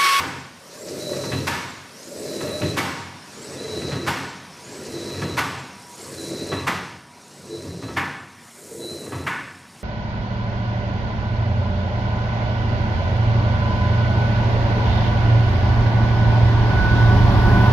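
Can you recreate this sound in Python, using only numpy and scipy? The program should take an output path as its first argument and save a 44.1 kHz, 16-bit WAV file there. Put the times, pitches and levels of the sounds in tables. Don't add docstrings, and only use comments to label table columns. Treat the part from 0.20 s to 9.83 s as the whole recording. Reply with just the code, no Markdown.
import sys
import numpy as np
from scipy import signal
from scipy.fft import rfft, irfft
from scipy.io import wavfile
from scipy.ndimage import uniform_filter1d

SR = 44100
rng = np.random.default_rng(int(sys.argv[2]) if len(sys.argv) > 2 else 0)


def generate_wav(sig):
    pcm = np.round(np.clip(np.atleast_2d(sig).T, -1, 1) * 32767).astype(np.int16)
    wavfile.write(sys.argv[1], SR, pcm)


N = 424683
TIME = np.arange(N) / SR
CYCLE_S, RING_SAMPLES = 1.3, 2 ** 16

# start in seconds, delay to the snap in seconds, level, bass, treble, hall tail and
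# blade ring in dB, tail length factor, two longest-ringing modes in Hz.
CUTS = [(-.03, .015, -23.5, 0, 0, 1, 0, 1, 1480, 1040),
        (1.268, .0135, -23.5, -1, 2.5, 1, 0, 1.15, 2203, 1746),
        (2.565, .023, -22.5, 1, 2, .5, 1, 1.2, 1040, 795),
        (3.865, .024, -22.2, 1, 1, .5, 0, 1.15, 935, 2203),
        (5.169, .024, -20.7, 1, .7, -1.5, 1, 1.05, 1480, 1165),
        (6.468, .0135, -21, 0, -2, -1, 0, .9, 1990, 1235),
        (7.765, .0145, -22, -3, -8.5, -1, 3, .88, 1746, 795),
        (9.065, .0145, -24.5, -6, -10, -1, 3, .9, 1746, 1480)]
# time from the snap in seconds, level in dB.
BLADE_CONTACTS = [(-.0095, -15), (0, -10), (.0045, -13.5), (.0165, -15)]
# frequency in Hz, width in Hz, gain in dB.
KNIFE_MODES = [(795, 20, -1), (935, 24, 1), (1040, 24, -4), (1118, 20, -3), (1165, 20, -12),
               (1235, 24, -10), (1480, 20, 1), (1746, 22, 0), (1990, 24, -13), (2203, 34, -2),
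               (2736, 20, -4), (3420, 40, -5)]
FRAME_MODES = [(93.7, 8.8, 2.5), (103.7, 21, -10), (135.5, 12, -0.5), (177.5, 9, 1), (270, 14.8, -1.5),
               (359, 5.3, -13.5)]
# frequency in Hz, gain in dB.
CLASH_SPECTRUM = [(60, -18.5), (130, -6), (260, 2.5), (400, -3), (680, -3), (900, 3), (1600, 3), (2300, 0),
                  (3200, -6.5), (5500, -11.5), (8000, -17.5), (14000, -21)]
def knife():
    long_ring_db, long_t60_s = -15, .7
    out = np.zeros(N)
    s = TIME[:RING_SAMPLES]
    for at, snap_s, db, bass_db, treble_db, hall_db, ring_db, stretch, *long_hz in CUTS:
        shear = chatter(peak_s=snap_s, fade_s=.017, per_s=1500, grit=.55)
        shear /= np.linalg.norm(shear)
        for after_s, contact_db in BLADE_CONTACTS:
            add(shear, amp([contact_db]), snap_s + after_s)
        blow = hall(shear, hall_db, stretch)
        ring = amp(ring_db) * resonate(blow, struck(KNIFE_MODES))
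        steel = colour(blow + ring + resonate(blow, FRAME_MODES), CLASH_SPECTRUM)
        tilt = [(900, bass_db), (1500, 0), (1800, 0), (2400, treble_db / 6), (4500, treble_db)]
        add(out, amp(db) * unit(colour(steel, tilt), size=2048), at)
        fade = amp(db + long_ring_db - 60 * s / long_t60_s)
        for hz in long_hz:
            add(out, fade * tone(2 * np.pi * hz * s, scatter=.6, rate_hz=35), at + snap_s)
    return out


# start in seconds, thud level in dB, clack level in dB, clack treble in dB.
LINKAGE_KNOCKS = [(-.18, -23, -34, 0), (.925, -42, -41, 0), (1.034, -34, -37.5, -6),
                  (1.116, -25.5, -31.5, 3), (2.203, -35, -36.5, 1), (2.268, -38, -41, 0),
                  (2.415, -21, -33, 4), (3.612, -33, -41, 0), (3.716, -25.5, -34.5, 1),
                  (5.015, -25.5, -33, 0), (6.317, -26.5, -29, -4), (7.43, -32, -52, -4),
                  (7.622, -30, -41, -5), (7.68, -36, -40, -5), (8.858, -42, -46, -2),
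                  (8.918, -29.5, -34.3, -6), (8.975, -32.5, -43, -2)]
# frequency in Hz, width in Hz, gain in dB.
LINKAGE_MODES = [(935, 30, 0), (1130, 40, 1), (1290, 40, 0), (1700, 45, 0), (1930, 70, 0), (2580, 90, -1),
                 (2736, 25, -1), (3360, 35, -1)]
# frequency in Hz, gain in dB.
THUD_SPECTRUM = [(40, -53), (70, -10), (90, -1), (140, 1.5), (190, -7.5), (300, -1), (480, -9), (650, -22),
                 (900, -44.5)]
CLACK_SPECTRUM = [(100, -4.5), (500, 8), (1100, 5), (2000, 2), (3200, -3), (4200, -6), (7000, -42),
                  (14000, -51)]
def linkage():
    out = np.zeros(N)
    push = signal.unit_impulse(RING_SAMPLES, int(.01187 * SR))
    boom = unit(resonate(colour(push, THUD_SPECTRUM), FRAME_MODES), size=4096)
    for at, thud_db, clack_db, treble_db in LINKAGE_KNOCKS:
        jolt = chatter(peak_s=.032, fade_s=.05, per_s=280, grit=1)
        jolt = colour(hall(jolt, wet_db=-2.5), THUD_SPECTRUM)
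        shudder = unit(jolt + amp(2.5) * resonate(jolt, FRAME_MODES), size=4096)
        thud = amp(-3) * shudder + amp(-11.5) * boom
        clack = chatter(peak_s=.009, fade_s=.022, per_s=400, grit=1.2)
        clack = colour(hall(clack, wet_db=-1), CLACK_SPECTRUM)
        clack += 2 * resonate(clack, struck(LINKAGE_MODES))
        clack = colour(clack, [(1200, 0), (2800, treble_db)])
        add(out, amp(thud_db) * thud + amp(clack_db) * unit(clack, size=2048), at)
    return out


# start in seconds, rumble in dB, its growth in dB/s, its steepness factor, drone, hiss,
# fizz and sheen in dB, growth of fizz and sheen in dB/s, howl and rattle in dB.
PULLS = [(-.89, -35.5, 0, 1, -39, -42, -51, -58, 0, -48, -49),
         (.41, -32.5, -7, 1, -38, -39, -45.5, -47, 0, -37.5, -50),
         (1.708, -31, -3, .9, -38, -40.3, -45, -48, -3, -38, -48),
         (3.007, -31.5, 0, .9, -36.5, -41.3, -49.5, -58.5, -8, -50, -46),
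         (4.309, -32, -2, 1.1, -35.5, -42, -49, -55, -2, -52, -46.5),
         (5.608, -32, -1, 1.3, -37.5, -41.7, -45.3, -52.5, -17, -52, -49),
         (6.909, -38, -8, 1.7, -42, -47.5, -53.5, -61, -3, -54, -59),
         (8.205, -36, -10, 1.7, -44, -49, -45.5, -51.5, -11, -51, -57),
         (9.507, -38, 0, 1.7, -44, -48, -46, -54, 0, -52, -58)]
# frequency in Hz, width in Hz, gain in dB.
ROLLER_MODES = [(209, 88, -4.5), (269.5, 30, -1), (335.6, 8, 8), (376.5, 10, 2), (415, 80, 1),
                (528, 13, -1)]
HOWL_MODES = [(556, 45, -1), (602, 36, 0)]
# frequency in Hz, gain in dB.
RUMBLE_SPECTRUM = [(100, -23), (180, -4.5), (300, -2.5), (450, -1), (620, -5), (760, -11.5), (1000, -23),
                   (2000, -28.5), (3500, -30), (8000, -59)]
RATTLE_SPECTRUM = [(400, -22), (900, -2), (1500, 0), (2300, -1), (3200, -11), (7000, -25)]
HISS_SPECTRUM = [(600, -14), (1000, -1.5), (2200, -.5), (3200, -6.3), (4250, 6), (4750, 3.5), (5600, 6),
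                 (7500, -2.5), (10000, -14), (14000, -22)]
FIZZ_SPECTRUM = [(4500, -28), (6600, 1), (8200, 1.5), (9700, 1), (10700, -6), (14000, -19)]
SHEEN_SPECTRUM = [(7000, -30), (10000, -1), (11000, -2), (12000, -1.5), (14000, -2)]
def feed():
    (_, rumble_db, rumble_db_per_s, steepness, drone_db, hiss_db,
     fizz_db, sheen_db, fizz_db_per_s, howl_db, rattle_db) = np.transpose(PULLS)
    knocks = colour(unit(grains(per_s=1500, spread_db=2.5)) + .64 * noise(), RUMBLE_SPECTRUM)
    rumble = unit(knocks + amp(2) * resonate(knocks, ROLLER_MODES)) * amp(.9 * walk(22))
    out = rumble * swell(rumble_db, 2.4 * steepness, lag_s=-.035, rest_db=-26, db_per_s=rumble_db_per_s)

    howl = unit(resonate(resonate(grains(per_s=600, spread_db=2), HOWL_MODES), HOWL_MODES))
    out += howl * swell(howl_db, power=2, lag_s=-.11, rest_db=-30)

    ticks = unit(grains(per_s=260, spread_db=1.5)) + .5 * noise()
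    rattle = unit(colour(ticks + 2 * resonate(ticks, LINKAGE_MODES), RATTLE_SPECTRUM))
    out += rattle * amp(1.5 * walk(14)) * swell(rattle_db, power=3, lag_s=-.04, rest_db=-25)

    shake = colour(noise(), [(40, -13), (80, 1), (150, 12), (260, -17.5), (900, -55)])
    drone = unit(resonate(shake, FRAME_MODES))
    out += drone * swell(drone_db, power=2.3, lag_s=.07, rest_db=-25)

    slide = amp(1.3 * walk(35))
    hiss = unit(colour(noise() + .5 * unit(grains(per_s=1400, spread_db=3.5)), HISS_SPECTRUM))
    out += hiss * slide * swell(hiss_db, power=1.5, lag_s=-.06, rest_db=-19)
    for spectrum, db in ((FIZZ_SPECTRUM, fizz_db), (SHEEN_SPECTRUM, sheen_db)):
        out += rasp(spectrum) * swell(db, power=2.1, lag_s=-.13, rest_db=-14, db_per_s=fizz_db_per_s)
    return out


def rasp(spectrum):
    friction = noise() + .42 * unit(grains(per_s=900, spread_db=.5))
    return unit(colour(friction, spectrum) * amp(1.7 * walk(160)))


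def speed(since_s):
    return np.sin(np.pi * np.clip(since_s / CYCLE_S, 0, 1))


def swell(levels_db, power, lag_s, rest_db, db_per_s=0):
    starts_s = np.array(PULLS)[:, 0] + lag_s
    gain = amp(rest_db + np.interp(TIME, starts_s + CYCLE_S / 2, levels_db))
    s = TIME[:int(CYCLE_S * SR)]
    for at, db, growth, exponent in np.broadcast(starts_s, levels_db, db_per_s, power):
        arch = (1 - amp(rest_db)) * speed(s) ** exponent
        add(gain, arch * amp(db + growth * (s - CYCLE_S / 2)), min(at, TIME[-1]))
    return gain


# start in seconds, length in seconds, pitch in Hz, level in dB.
SINGS = [(.53, .36, 598, -45), (.68, .12, 363, -39), (.88, .13, 600, -35), (.95, .14, 565, -36),
         (.9, .1, 363, -35), (1.12, .13, 135, -35), (1.88, .16, 570, -44), (1.98, .1, 430, -38),
         (2.2, .3, 601, -34), (3.42, .14, 433, -35.5), (3.55, .2, 93, -40), (4.5, .16, 285, -43),
         (4.73, .16, 339, -34), (5.98, .2, 335, -37), (6.08, .22, 177, -42), (7.29, .12, 340, -35),
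         (7.4, .2, 175, -39), (7.3, .1, 440, -37), (8.52, .14, 462, -36), (8.58, .18, 345, -37.5)]
def singing():
    out = np.zeros(N)
    for at, length_s, hz, db in SINGS:
        on = gate(at, length_s, edge_s=.07)
        live = on > 0
        phase = 2 * np.pi * hz * TIME[live]
        ring = tone(phase, scatter=.5, rate_hz=45) + .7 * tone(phase, scatter=3, rate_hz=130)
        out[live] += amp(db) * on[live] * unit(ring)
    return out


# time in seconds, relative levels of lower and upper tone in dB.
WHINE_CURVES = [
    [(0.8, -51, -50), (0.88, -41, -43), (0.942, -45, -44), (1.088, -44, -42), (1.122, -41, -40),
     (1.202, -42, -40), (1.255, -47, -46)],
    [(2.07, -53, -53), (2.09, -45, -46), (2.31, -44, -45), (2.33, -40, -40), (2.416, -44, -44),
     (2.51, -37, -38), (2.555, -49, -49)],
    [(3.37, -53, -52), (3.394, -43, -45), (3.466, -48, -48), (3.528, -41, -43), (3.634, -45, -43),
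     (3.674, -40, -41), (3.86, -46, -46)],
    [(4.68, -58, -57), (4.7, -49, -51), (4.958, -43, -42), (5.026, -50, -49), (5.054, -46, -44),
     (5.144, -47, -47), (5.16, -52, -53)],
    [(5.97, -51, -50), (5.99, -46, -44), (6.136, -48, -46), (6.214, -38, -41), (6.288, -45, -46),
     (6.328, -41, -42), (6.46, -47, -47)],
    [(7.29, -56, -56), (7.364, -46, -46), (7.484, -60, -60), (7.51, -52, -52), (7.596, -59, -58),
     (7.668, -46, -47), (7.73, -59, -58)],
    [(8.59, -56, -56), (8.636, -43, -44), (8.718, -44, -43), (8.924, -58, -58), (8.954, -53, -55),
     (8.984, -62, -61), (9.04, -51, -53)],
]
def drive_whine(switching, sideband):
    lower, upper = (
        amp(1.2) * unit(tone(phase, scatter=.45, rate_hz=45) + .5 * tone(phase, scatter=3, rate_hz=260))
        for phase in (switching - sideband, switching + sideband))
    whine, load = np.zeros(N), np.zeros(N)
    for curve in WHINE_CURVES:
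        start_s, end_s = curve[0][0], curve[-1][0]
        on = gate(start_s, end_s - start_s, edge_s=.03)
        lower_db, upper_db = curves(curve)
        whine += on * (amp(lower_db) * lower + amp(upper_db) * upper)
        load += on
    return whine, load


# frequency in Hz, width in Hz, boost in dB.
HOUSING_MODES = [(5480, 300, 6), (6800, 150, 6)]
def drive(near_db):
    rest_hz, rise_hz, step_hz, top_hz, sideband_hz = 2510, 2670, 100, 4000, 66
    since_s = (TIME - PULLS[1][0]) % CYCLE_S
    pace, braking = speed(since_s), since_s > CYCLE_S / 2
    switch_hz = np.minimum(step_hz * np.round((rest_hz + rise_hz * pace) / step_hz), top_hz)
    climb = (switch_hz - rest_hz) / (top_hz - rest_hz)
    switching, sideband = phase_of(switch_hz), phase_of(sideband_hz * pace)
    whine, load = drive_whine(switching, sideband)

    housing_db = sum(db * np.exp(-(2 * (2 * switch_hz - hz) / width) ** 2)
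                     for hz, width, db in HOUSING_MODES)
    whistle = tone(2 * switching - sideband * 2 / 3, scatter=.3, rate_hz=60)
    whistle += .5 * tone(2 * switching + sideband * 2 / 3, scatter=.5, rate_hz=60)
    whistle *= amp(housing_db - 7.5 * load + 2.5 * walk(22))
    octave = amp(-9) * tone(4 * switching, scatter=.3, rate_hz=60)
    first = amp(-11) * tone(switching - sideband, scatter=2, rate_hz=150)
    third = amp(-19) * tone(3 * switching, scatter=2, rate_hz=150)
    whistle += octave * (climb < .5) + climb ** 2 * (first + third)
    whistle *= amp(near_db - 65 + 9.5 * climb ** 2 - 5.5 * braking * (1 - load))
    return whine + reflected(whistle, share=.35, fade_s=.055)


# start in seconds, length in seconds, pitch in Hz, glide in Hz/s, level in dB.
SQUEAKS = [(1.74, .45, 5090, -60, -52)]
def squeak():
    out = np.zeros(N)
    for at, length_s, hz, hz_per_s, db in SQUEAKS:
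        phase = phase_of(hz + hz_per_s * np.clip(TIME - at, 0, length_s))
        out += amp(db) * gate(at, length_s, edge_s=.08) * tone(phase, scatter=1.5, rate_hz=130)
    return out


# frequency in Hz, level in dB.
WASH_SPECTRUM = [(25, -31), (60, -21), (100, -1.5), (200, 2), (320, -6), (550, -7.5), (1000, -4.7),
                 (2100, -8.2), (3200, -12), (4500, -15), (5400, -11), (7500, -23), (9200, -21),
                 (14000, -35)]
HUM_TONES = [(193.8, -60), (236.9, -60), (715, -66), (4549, -73), (8900, -72), (9000, -73), (9103, -71)]
# time in seconds, level in dB.
FAN_LEVELS = [(0, -66), (3.1, -61), (4.4, -55), (5.45, -54), (5.7, -48), (5.9, -56), (7, -59), (9.6, -62)]
def fans(wash_db):
    blade_hz, flutter_db = 967, 3
    air = unit(colour(noise(), WASH_SPECTRUM)) * amp(wash_db + 1.3 * walk(5.1))
    bins = signal.stft(air, SR, nperseg=512)[2]
    flutter = uniform_filter1d(noise(bins.shape), size=3, axis=0)
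    flutter = unit(uniform_filter1d(flutter, size=9, axis=1))
    wash = signal.istft(bins * amp(flutter_db * (flutter - 1 / 3)), SR)[1][:N]
    blades = amp(curves(FAN_LEVELS)[0]) * tone(2 * np.pi * blade_hz * TIME, scatter=.9, rate_hz=35)
    hum = sum(amp(db) * tone(2 * np.pi * hz * TIME, scatter=1.3, rate_hz=25) for hz, db in HUM_TONES)
    return wash + blades + hum


# frequency in Hz, unstretched time to fall 60 dB in seconds.
HALL_DECAY = [(100, 1.06), (400, 0.95), (1000, .8), (2200, 0.81), (5000, 0.95), (12000, 0.46)]
def hall(blow, wet_db, stretch=1):
    build_s = .015
    hz, s, bins = signal.stft(noise(RING_SAMPLES), SR, nperseg=512)
    t60_s = stretch * on_log_axis(HALL_DECAY, hz)[:, None]
    tail = signal.istft(bins * amp(-60 * (s / t60_s) ** 1.15), SR)[1]
    tail *= 1 - np.exp(-TIME[:RING_SAMPLES] / build_s)
    return blow / np.linalg.norm(blow) + amp(wet_db) * tail / np.linalg.norm(tail)


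def reflected(x, share, fade_s):
    paths = noise(8192) * np.exp(-TIME[:8192] / fade_s)
    echoes = signal.fftconvolve(x, paths / np.linalg.norm(paths))[:N]
    return np.sqrt(1 - share) * x + np.sqrt(share) * echoes


def chatter(peak_s, fade_s, per_s, grit):
    s = TIME[:RING_SAMPLES]
    contacts = unit((rng.random(RING_SAMPLES) < per_s / SR) * np.sign(noise(RING_SAMPLES)))
    force = np.minimum(.33 + s / peak_s, 1) * np.exp(-np.maximum(s - peak_s, 0) / fade_s)
    return force * (grit * contacts + noise(RING_SAMPLES))


def struck(modes, spread_db=2):
    return [(hz, width, db + spread_db * rng.standard_normal()) for hz, width, db in modes]


def resonate(x, modes):
    return sum(amp(db) * signal.lfilter(*signal.iirpeak(hz, hz / width, SR), x)
               for hz, width, db in modes)


def tone(phase, scatter, rate_hz):
    sine = (1 + scatter * walk(rate_hz, len(phase))) * np.sin(phase)
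    cosine = scatter * walk(rate_hz, len(phase)) * np.cos(phase)
    return (sine + cosine) / np.sqrt(.5 + scatter ** 2)


def grains(per_s, spread_db):
    return (rng.random(N) < per_s / SR) * noise() * amp(spread_db * noise())


def colour(x, spectrum):
    size = 4096
    gain = amp(on_log_axis(spectrum, np.fft.rfftfreq(size, 1 / SR)))
    cepstrum = irfft(np.log(gain))
    cepstrum[1:size // 2] *= 2
    cepstrum[size // 2 + 1:] = 0
    return signal.oaconvolve(x, irfft(np.exp(rfft(cepstrum))))[:len(x)]


def on_log_axis(points, hz):
    f, value = np.transpose(points)
    return np.interp(np.log(hz + 1), np.log(f), value)


def curves(rows):
    s, *values = np.transpose(rows)
    return [np.interp(TIME, s, v) for v in values]


def walk(rate_hz, size=N):
    return np.interp(TIME[:size] * rate_hz, np.arange(2048), noise(2048)) * np.sqrt(1.5)


def gate(at, length_s, edge_s):
    return np.clip(np.minimum(TIME - at, at + length_s - TIME) / edge_s + .5, 0, 1)


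def add(out, x, at):
    start = int(at * SR)
    x = x[max(-start, 0):len(out) - start]
    out[max(start, 0):max(start, 0) + len(x)] += x


def phase_of(hz):
    return 2 * np.pi * np.cumsum(hz) / SR


def amp(db):
    return 10 ** (np.asarray(db) / 20)


def unit(x, size=None):
    return x / np.sqrt(np.mean(x[:size] ** 2))


def noise(size=N):
    return rng.standard_normal(size)


# time in seconds, drive whistle gain in dB, fan wash level in dB.
LISTENER_PATH = [(0, 3, -49), (1.8, 6.5, -47.5), (3.1, 4.5, -44.5), (4.4, 3, -44.8), (5.7, 5, -45),
                 (7, -4, -49.5), (8.3, -5, -49.3), (9.6, -4, -50)]
def scene():
    near_db, wash_db = curves(LISTENER_PATH)
    mix = knife() + linkage() + feed() + singing() + squeak() + drive(near_db) + fans(wash_db)
    return np.tile(mix, (2, 1))


def record(dry):
    top_hz = 13950
    return signal.sosfilt(signal.ellip(10, .2, 80, top_hz, fs=SR, output="sos"), dry)


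dry = scene()
out = record(dry)
generate_wav(out)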